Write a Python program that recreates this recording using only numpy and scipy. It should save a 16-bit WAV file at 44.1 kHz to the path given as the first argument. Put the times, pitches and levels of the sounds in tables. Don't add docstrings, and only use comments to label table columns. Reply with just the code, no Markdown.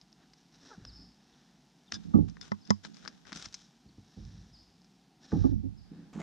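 import sys
import numpy as np
from scipy import signal
from scipy.fft import rfft, irfft
from scipy.io import wavfile
from scipy.ndimage import uniform_filter1d

SR = 44100
rng = np.random.default_rng(int(sys.argv[2]) if len(sys.argv) > 2 else 0)


def generate_wav(sig):
    pcm = np.round(np.clip(np.atleast_2d(sig).T, -1, 1) * 32767).astype(np.int16)
    wavfile.write(sys.argv[1], SR, pcm)


N = 274522
TIME = np.arange(N) / SR

# frequency in Hz, density in dB per Hz.
RUB_TONE = [(100, 4), (400, -1.5), (1000, -4), (1450, 3), (2000, -5), (2800, -5), (3700, -1), (4400, -7),
            (5400, -2), (6500, -7), (8000, -18), (10500, -32.5), (14000, -51)]


def amp(db):
    return 10 ** (np.asarray(db) / 20)


def unit(x):
    return x / np.sqrt(np.mean(x ** 2) + 1e-20)


def read(points, hz):
    f, value = np.transpose(points)
    return np.interp(np.log(hz + 1), np.log(f + 1), value)


def curves(rows, t=TIME):
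    s, *columns = np.transpose(rows)
    return [np.interp(t, s, c) for c in columns]


def add(mix, s, sound):
    at = round(s * SR)
    sound = sound[..., max(-at, 0):]
    part = mix[..., max(at, 0):][..., :sound.shape[-1]]
    part += sound[..., :part.shape[-1]]


def pan(x, db):
    return np.array([x * amp(db / 2), x * amp(-db / 2)])


def band(x, hz, kind="low", order=2):
    return signal.sosfilt(signal.butter(order, min(hz, SR / 2 - 1), kind, fs=SR, output="sos"), x)


def body_of(x, split_hz=3000):
    forward = band(x, split_hz)
    return band(forward[:, ::-1], split_hz)[:, ::-1]


def colour(x, points, size=4096):
    log_gain = np.log(amp(read(points, abs(np.fft.fftfreq(size, 1 / SR)))))
    taps = np.fft.ifft(np.exp(np.conj(signal.hilbert(log_gain)))).real[:size // 2]
    return signal.fftconvolve(x, taps / np.linalg.norm(taps))[:len(x)]


def ring_modes(modes, t):
    ring = np.zeros(len(t))
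    for k, (hz, db, t60_s) in enumerate(modes):
        ring += (-1) ** k * amp(db - 60 * t / t60_s) * np.sin(2 * np.pi * hz * t)
    return ring


def both_ears(three, same):
    return np.sqrt(same) * three[0] + np.sqrt(1 - same) * np.array(three[1:])


def grains(crackle_db, per_s):
    size = amp(crackle_db * np.minimum(rng.exponential(1, N), 4))
    train = size * rng.standard_normal(N) * (rng.random(N) < per_s / SR)
    return train / np.sqrt(abs(uniform_filter1d(train ** 2, size=2205)) + 1e-9)


def rubbing(strokes, tone, crackle_db, per_s, same, side_db):
    rub = both_ears([colour(grains(crackle_db, per_s), tone) for _ in range(3)], same)
    low = body_of(rub)
    top_level = np.sqrt(sum(push ** 2 for push, _ in strokes))
    body_level = np.sqrt(sum((push * amp(body_db)) ** 2 for push, body_db in strokes))
    return pan(np.ones(1), side_db) * (top_level * (rub - low) + body_level * low)


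def echo(x, t60_s, swell_s, tone_hz):
    t = np.arange(SR) / SR
    tail = band(rng.standard_normal((2, SR)), tone_hz)
    tail = tail * amp(-60 * t / t60_s) * (1 - np.exp(-(t / swell_s) ** 2))
    return signal.fftconvolve(x[None], tail / np.linalg.norm(tail[0]), axes=1)[:, :N]


def through_mount(x, phase_rad=2.64):
    # frequency in Hz, left port against right in dB.
    mount = [(50, -9.5), (100, -14), (210, -9), (300, -9.5), (450, -3.5), (800, 1), (1200, 2.5), (2000, 7)]
    hz = np.fft.rfftfreq(N, 1 / SR)
    left = irfft(rfft(x) * amp(read(mount, hz)) * np.exp(1j * phase_rad), N)
    return np.array([left, x])


def air(level_db=-63, same=0.26):
    # frequency in Hz, density in dB per Hz.
    air_tone = [(25, -24), (60, -0.5), (95, -49.5), (130, 0), (175, 4), (260, -1.5), (400, -11.5),
                (570, -21), (760, -9), (1100, -20), (2300, -22.5), (5200, -20.5), (8000, -32), (14000, -42)]
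    return amp(level_db) * both_ears([colour(v, air_tone) for v in rng.standard_normal((3, N))], same)


def bird(direct_db=-0.5, side_db=1, waver=0.0093, waver_hz=400):
    # start in s, base level in dB, pitch factor, length factor, echo swell in s, base echo in dB.
    calls = [(.859, -49.5, 1.005, 1, .085, 0), (1.328, -67, .68, .45, .03, -8),
             (1.874, -61, .71, .45, .03, -8), (2.598, -61, .99, 1.05, .05, -4),
             (3.884, -63, .87, .35, .03, -8), (4.522, -56.5, .985, 1.05, .03, 0),
             (5.762, -62, .99, 1, .02, -5)]
    # time from its start in s, pitch in Hz, level in dB.
    chirp = [(0, 4650, -20), (.009, 5000, -9), (.017, 5270, 0), (.026, 5060, 0), (.039, 4560, -4),
             (.049, 4150, -13), (.06, 3600, -18), (.066, 3350, -26)]
    bank_db, bank_t60_s, blur_hz, stands = 1.5, 0.55, 230, 3
    out = np.zeros((2, N))
    for s, db, pitch, length, swell_s, echo_db in calls:
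        hz, shape_db = curves(chirp, np.arange(0, chirp[-1][0], 1 / (SR * length)))
        hz = hz * (1 + waver * unit(band(rng.standard_normal(len(hz)), waver_hz)))
        call = amp(db + shape_db) * np.sin(2 * np.pi * np.cumsum(hz * pitch) / SR)
        add(out, s, amp(direct_db) * pan(call, side_db))
        for blur in band(rng.standard_normal((stands, len(call))), blur_hz, order=4):
            scattered = call * amp(shape_db / 2) * unit(blur) / np.sqrt(stands)
            add(out, s, amp(bank_db + echo_db) * echo(scattered, bank_t60_s, swell_s, tone_hz=7930))
    return out


def cloth():
    # time of the fastest motion in s, level in dB, half-length in s, body below 3 kHz in dB.
    sweeps = [(0.224, -77, 0.031, 15), (0.396, -67, 0.027, -5), (0.551, -61, 0.018, -2.5),
              (0.678, -56.5, 0.052, -1), (0.855, -68, 0.16, 5), (1.38, -70.5, 0.15, 4),
              (2.039, -79.5, 0.24, 5.5), (2.475, -73, 0.43, 0), (3.069, -61, 0.055, 2.5),
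              (3.636, -63, 0.041, -16), (4.306, -63.5, 0.19, -3), (5.248, -57.5, 0.022, -2.5),
              (5.315, -57.5, 0.022, -3), (5.404, -56, 0.079, 0), (5.98, -80.5, 0.085, 18)]
    # frequency in Hz, density in dB per Hz.
    cloth_tone = [(100, 2.5), (250, 15), (450, 2.5), (1000, -3), (1400, 0), (1770, 3), (2100, -8),
                  (3200, -5), (3830, 3), (4400, -3), (5100, 1), (5600, 5), (6400, -6), (7200, -13),
                  (8500, -24), (14000, -45)]
    strokes = []
    for s, db, half_s, body_db in sweeps:
        strokes.append((amp(db) * np.exp(-((TIME - s) / half_s) ** 2 / 2), body_db))
    return rubbing(strokes, cloth_tone, crackle_db=-1.0, per_s=5000, same=1.0, side_db=1.0)


def squeak(rough=0.5, rough_hz=83, jitter=0.03, jitter_hz=100):
    # time in s, pitch in Hz, level in dB.
    glide = [(.696, 500, -68), (.705, 480, -55), (.717, 460, -49), (.731, 410, -56), (.748, 372, -58),
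             (.76, 345, -69), (.775, 325, -74)]
    # frequency in Hz, gain in dB.
    body = [(350, -6), (470, -3), (600, -5), (760, 0), (950, 0), (1120, -12), (1380, 3), (1620, -2),
            (1900, -18), (2300, -30), (2600, -36)]
    hz, db = curves(glide)
    wobble = 1 + jitter * unit(band(rng.standard_normal(N), jitter_hz))
    turn = 2 * np.pi * np.cumsum(hz * wobble) / SR
    tone = sum(amp(read(body, k * hz)) * np.sin(k * turn) for k in range(1, 6))
    sounding = (TIME > glide[0][0]) & (TIME < glide[-1][0])
    return tone * amp(db) * sounding * (1 + rough * unit(band(rng.standard_normal(N), rough_hz)))


def hands(level_db=-71.5, body_db=-11, end_s=5.1, letting_go_s=0.086):
    held = np.clip((end_s - TIME) / letting_go_s, 0, 1)
    strokes = [(amp(level_db) * held, body_db)]
    return rubbing(strokes, RUB_TONE, crackle_db=5, per_s=2000, same=0.43, side_db=2.5)


def hook(rise_s=0.01, release_s=0.016, uneven_db=2.0, uneven_hz=40):
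    # start in s, level in dB, length in s, body below 3 kHz in dB.
    scrapes = [(1.913, -50, 0.04, -2.5), (2.276, -56.5, 0.0094, 0), (2.416, -54, 0.06, -2.5),
               (2.662, -62, 0.034, 1), (2.829, -49.5, 0.036, -3.5), (2.932, -59.5, 0.07, -7),
               (3.017, -59, 0.034, 2.5), (3.259, -57, 0.045, 1.5), (3.337, -47, 0.12, -6.5),
               (3.528, -58, 0.092, -11.5)]
    drag_db, drag_release_s = -13, 0.18
    pressure = amp(uneven_db * unit(band(rng.standard_normal(N), uneven_hz)))
    strokes = []
    for s, db, length_s, body_db in scrapes:
        bite = np.clip((TIME - s) / rise_s, 0, 1)
        after = np.maximum(TIME - s - length_s, 0)
        drag = amp(drag_db) * np.exp(-after / drag_release_s)
        release = np.maximum(np.exp(-after / release_s), drag)
        strokes.append((amp(db) * pressure * bite * release, body_db))
    return rubbing(strokes, RUB_TONE, crackle_db=3.4, per_s=4000, same=0.34, side_db=5)


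def splash(lift_db=6, same=0.98, bubble_s=0.0022, bend_per_s=8):
    # time in s, level in dB before the lift.
    spray = [(6.13, -60.5), (6.146, -60.5), (6.157, -59), (6.184, -62.5), (6.202, -51), (6.225, -57)]
    # frequency in Hz, density in dB per Hz.
    spray_tone = [(60, 11.5), (200, 14.5), (450, 1), (650, 5), (1000, 5.5), (2000, -3.5), (3000, -6),
                  (5000, -13), (7000, -8), (10000, -29), (14500, -42)]
    # start in s, level in dB, starting pitch in Hz.
    bubbles = [(6.158, -51, 1620), (6.188, -41.5, 1130), (6.201, -56, 850), (6.208, -44, 2000),
               (6.209, -35, 610), (6.216, -43, 2060)]
    water = both_ears([colour(grains(crackle_db=2.5, per_s=7000), spray_tone) for _ in range(3)], same)
    out = water * amp(curves(spray)[0] + lift_db) * (TIME > spray[0][0])
    t = np.arange(2048) / SR
    for s, db, hz in bubbles:
        turn = 2 * np.pi * hz * t * (1 + bend_per_s * t)
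        add(out, s, pan(amp(db) * np.exp(-t / bubble_s) * np.sin(turn), 0))
    return out


def judder(rough=0.055, wobble=0.085, uneven_hz=110, second_db=-24, third_db=-33):
    # start in s, level in dB, length of the swell in s, mean slip rate in Hz.
    judders = [(2.141, -10, 0.033, 233), (2.164, -17, 0.072, 284.9), (5.326, -26, 0.033, 207),
               (5.351, -27.5, 0.061, 244.5), (5.441, -14, 0.049, 270.4), (5.473, -26.5, 0.048, 300.4),
               (5.514, -24, 0.051, 265.3), (5.632, -29.5, 0.072, 269.4)]
    skew = 0.55
    ring_db, ring_s = -12, 0.028
    sway_hz, sway_db, sway_follow, sway_rise_s = 97.5, -23, 0.18, 0.03
    t, out = np.arange(SR // 2) / SR, np.zeros(N)
    for s, db, length_s, hz in judders:
        drift, grip = (unit(band(v, uneven_hz)) for v in rng.standard_normal((2, len(t))))
        clock = 2 * np.pi * np.cumsum(1 + wobble * drift) / SR
        turn = hz * clock
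        slips = np.sin(turn) + amp(second_db) * np.sin(2 * turn) + amp(third_db) * np.sin(3 * turn)
        slips = slips * (1 + rough * grip)
        swell = np.sin(np.pi * np.minimum(t / length_s, 1) ** skew) ** 2
        since_half = t - length_s / 2
        swell = np.maximum(swell, (since_half > 0) * amp(ring_db) * np.exp(-since_half / ring_s))
        sway = np.sin(sway_hz * clock) * t / sway_rise_s * np.exp(1 - t / sway_rise_s)
        add(out, s, amp(db) * unit(slips) * swell + amp(sway_db + sway_follow * db) * sway)
    return through_mount(out)


def hull(scuff=0.91, boom_hz=130):
    # start in s, level in dB, hardness in Hz, boom below 130 Hz in dB, scuff decay in s,
    # share carried by the mount 0-1.
    knocks = [(.771, -48.5, 300, 4.5, 0.027, 0), (0.811, -51, 110, 14, 0.086, 0),
              (0.982, -55.5, 260, -28, 0.063, 0.17), (1.924, -41, 187, -7, 0.07, 1),
              (2.041, -36.5, 228, -3.5, 0.28, 1), (2.137, -24.5, 1100, 9, 0.011, 0.85),
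              (2.146, -16, 426, -8.5, 0.033, 0.84), (2.197, -19, 155, 2, 0.042, 0.95),
              (2.683, -41, 380, -34, 0.0114, 0.78), (2.846, -45.5, 250, -32, 0.15, 1),
              (3.317, -46.5, 450, -23, 0.004, 0.3), (3.353, -48, 260, -26, 0.0028, 0.13),
              (3.458, -47.5, 300, 5.5, 0.0016, 1), (3.849, -53, 322, 3.5, 0.068, 0.3),
              (3.974, -43, 307, 4, 0.0046, 0.85), (4.165, -42, 308, -2, 0.023, 0.39),
              (4.19, -42, 128, 4.5, 0.15, 0.31), (4.331, -50, 150, 4.5, 0.074, 0.36),
              (4.44, -59, 170, 2, 0.029, 0.33), (5.319, -25.5, 436, 1.5, 0.034, 0.15),
              (5.386, -19.5, 113, 4, 0.12, 1), (5.438, -26.5, 647, -2, 0.019, 1),
              (5.529, -31, 121, -1.5, 0.091, 0.96), (5.908, -44, 248, -13, 0.14, 0.1),
              (6.15, -38, 385, -33, 0.0084, 0.37), (6.169, -37, 300, -13, 0.0042, 0.15),
              (6.187, -41, 590, -13, 0.012, 0.15)]
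    # frequency in Hz, level in dB.
    hull_modes = [(53, -11.5), (97, -7.5), (125, -9.5), (167, -0.5), (210, 2), (272, -1.5), (315, -1),
                  (365, -5.5), (415, -5.5), (465, -7.5), (514, -7), (570, -13), (650, -9), (765, -3.5),
                  (818, 1), (885, -8.5), (985, -9.5), (1185, 1), (1270, -2.5), (1480, -14), (1650, -19)]
    t = np.arange(SR * 3 // 4) / SR
    shaken, aired = np.zeros(N), np.zeros(N)
    mode_hz, mode_db = np.transpose(hull_modes)[:, :, None]
    t60_s = 0.048 * (1000 / mode_hz) ** 0.65
    sign = (-1) ** np.arange(len(hull_modes))[:, None]
    modes = sign * amp(mode_db - 60 * t / t60_s) * np.sin(2 * np.pi * mode_hz * t)
    for s, db, hard_hz, boom_db, scuff_s, share in knocks:
        boom = amp(boom_db * (mode_hz < boom_hz))
        ring = (modes * boom / (1 + (mode_hz / hard_hz) ** 2)).sum(0)
        force = rng.standard_normal(len(t)) * np.exp(-t / scuff_s)
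        force *= scuff * np.sqrt(scuff_s / 0.0081) / np.linalg.norm(force)
        force[0] += 1
        knock = band(signal.fftconvolve(force, ring)[:len(t)], 2 * hard_hz)
        knock *= amp(db) / np.sqrt(uniform_filter1d(knock ** 2, size=882).max())
        add(shaken, s, share * knock)
        add(aired, s, (1 - share) * knock)
    return through_mount(shaken) + aired


def tackle(contact_hz=3500):
    # start in s, level in dB.
    taps = [(2.518, -19.5), (2.705, -10.5)]
    # frequency in Hz, level in dB, t60 in s.
    tackle_modes = [(97, -15.5, 0.23), (203.6, 1, 0.11), (319, -25.5, 0.13), (380, -11.5, 0.052),
                    (598, -2, 0.018), (860, -9, 0.041), (995.5, -12.5, 0.065), (1097, -13.5, 0.063),
                    (1294, -15.5, 0.04), (1480, -20, 0.029), (1780, -17, .024), (2037, -17.5, 0.03)]
    out = np.zeros(N)
    knock = band(ring_modes(tackle_modes, np.arange(SR // 4) / SR), contact_hz)
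    for s, db in taps:
        add(out, s, amp(db) * knock)
    return through_mount(out)


def rattle(contacts_per_s=2500):
    # start in s, level in dB, length in s, left-right in dB.
    rattles = [(1.931, -41.5, 0.031, 2), (2.405, -51, 0.018, 9), (2.645, -64.5, 0.013, 21),
               (2.696, -52, 0.0038, 8)]
    # frequency in Hz, level in dB, t60 in s.
    lure_modes = [(1630, -14, .05), (3520, -12.5, 0.062), (3740, -14, 0.062), (4870, -5, 0.043),
                  (5250, -2, 0.043), (5980, -10.5, 0.027), (6980, -26, .025)]
    t, out = np.arange(SR // 6) / SR, np.zeros((2, N))
    ring = ring_modes(lure_modes, t)
    for s, db, length_s, side_db in rattles:
        chance, size = rng.random((2, len(t)))
        swell = np.sin(np.pi * np.minimum(t / length_s, 1))
        contacts = (chance < contacts_per_s / SR) * (size - 0.5) * swell
        jingle = band(signal.fftconvolve(contacts, ring)[:len(t)], 9000)
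        peak_rms = np.sqrt(uniform_filter1d(jingle ** 2, size=441).max() + 1e-20)
        add(out, s, pan(amp(db) * jingle / peak_rms, side_db))
    return out


def lure(snap=2, peak_db=3, peak_q=3, same=0.9, deck_db=-24, deck_s=0.0067, tail_db=-26):
    # start in s, level in dB, body below 3 kHz in dB, chatter decay in s, left-right in dB,
    # strongest pitch in Hz.
    clicks = [(0.014, -61.5, -31, 0.0076, -12, 4350), (0.128, -60.5, -26.5, 0.0041, 0, 4680),
              (0.3351, -57.5, -5, 0.0033, -9, 4840), (0.851, -44, 1.5, 0.0019, 0.5, 4970),
              (1.9219, -29.5, -7, 0.0017, 2.5, 2870), (1.9422, -38, -21, 0.0017, -1, 5300),
              (2.298, -54.5, -22, 0.003, 11, 5900), (2.3689, -47.5, 10, 0.002, 7.5, 1306),
              (2.413, -42, -13, 0.0011, 15.5, 4800), (2.518, -39.5, 11, 0.0028, 9, 5100),
              (2.675, -60, -30, 0.00087, 18, 5300), (2.705, -24.5, -9, 0.0022, 7.5, 6600),
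              (2.8495, -41.5, 2.5, 0.0027, 14, 3750), (2.944, -61, -18, 0.0022, 24, 5700),
              (2.969, -56, -16, .001, 20, 5900), (3.051, -52, 3, 0.0025, 19, 3500),
              (3.059, -49.5, 17, 0.0016, 21, 1430), (3.077, -37, -0.5, 0.0039, 10.5, 5200),
              (3.252, -56.5, 0, 0.006, 8, 1460), (3.321, -46.5, -3, 0.0018, 17, 870),
              (3.3287, -38, -8, 0.0044, 2.5, 3320), (3.3604, -44, -18, 0.0014, 1, 5140),
              (3.372, -43, -13, 0.0026, 1, 6600), (3.416, -48, -1, .003, 4, 4200),
              (3.425, -41.5, -13, .001, 1, 8200), (3.486, -55, -16, 0.0015, 3, 5330),
              (3.4573, -39, -7, 0.0028, 5.5, 5640), (3.526, -50, -24, 0.00075, -1, 5500),
              (3.532, -53, -25, .0006, 0, 5300), (3.5427, -38, -19, 0.0054, 7.5, 6300),
              (4.251, -60, -24, 0.0015, 1, 6550), (4.818, -65, -18, .001, 4, 5300),
              (4.845, -63.5, -14, 0.0034, -3, 4900), (5.319, -47.5, 23, 0.0049, 1, 1650),
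              (6.1368, -57.5, -8, 0.0012, 4, 800)]
    # frequency in Hz, density in dB per Hz.
    click_tone = [(30, -53), (200, 4), (600, -2), (1100, 2.5), (1500, 7), (2100, 3), (2700, -7),
                  (3650, -3.5), (4300, -4), (5300, 2.5), (6200, -4.5), (7500, -18), (10000, -32.5),
                  (14000, -61.5), (17000, -102)]
    wire_hz, wire_t60_s, wire_db = 5300, 0.0074, -17
    t, out = np.arange(4096) / SR, np.zeros((2, N))
    wire = band(np.sin(2 * np.pi * wire_hz * t) * amp(-60 * t / wire_t60_s), 7000, order=6)
    for s, db, body_db, ring_s, side_db, hz in clicks:
        decay = np.exp(-t / ring_s) + amp(deck_db) * np.exp(-t / deck_s)
        force = both_ears(rng.standard_normal((3, len(t))), same) * decay
        force[:, 0] = snap * np.sqrt(ring_s * SR) / 4
        click = np.array([colour(ear, click_tone) for ear in force])
        click = click + (amp(body_db) - 1) * body_of(click)
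        click = click + amp(peak_db) * signal.lfilter(*signal.iirpeak(hz, peak_q, fs=SR), click)
        click = click / np.sqrt(np.mean(click[:, :128] ** 2))
        click = click + amp(wire_db - body_db) * wire
        add(out, s, amp(db) * pan(np.ones(1), side_db) * band(click, 13000, order=3))
    return out + amp(tail_db) * echo(out.mean(0), t60_s=0.2, swell_s=0.0074, tone_hz=6300)


def scene():
    surroundings = air() + bird()
    handling = cloth() + squeak() + hands() + hook() + splash()
    boat = judder() + hull() + tackle()
    return surroundings + handling + boat + rattle() + lure()


def record(dry, open_db=-45, steep=4, close_db_per_s=32, duck_above_db=-40, duck_share=0.15, duck_hz=2):
    mid, side = (dry[0] + dry[1]) / 2, (dry[0] - dry[1]) / 2
    power_db = 10 * np.log10(abs(uniform_filter1d(mid ** 2, size=1764)) + 1e-12)
    fall_db = TIME * close_db_per_s
    held_db = np.maximum.accumulate(power_db + fall_db) - fall_db
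    side = side * amp(np.clip(steep * (held_db - open_db), -45, 0))
    duck_db = duck_share * band(np.maximum(held_db - duck_above_db, 0), duck_hz, order=1)
    ports = band(np.array([mid + side, mid - side]) * amp(-duck_db), 32, "high")
    low_pass = signal.firwin(255, 15000, window=("kaiser", 8), fs=SR)
    return signal.oaconvolve(ports, low_pass[None], "same")


dry = scene()
out = record(dry)
generate_wav(out)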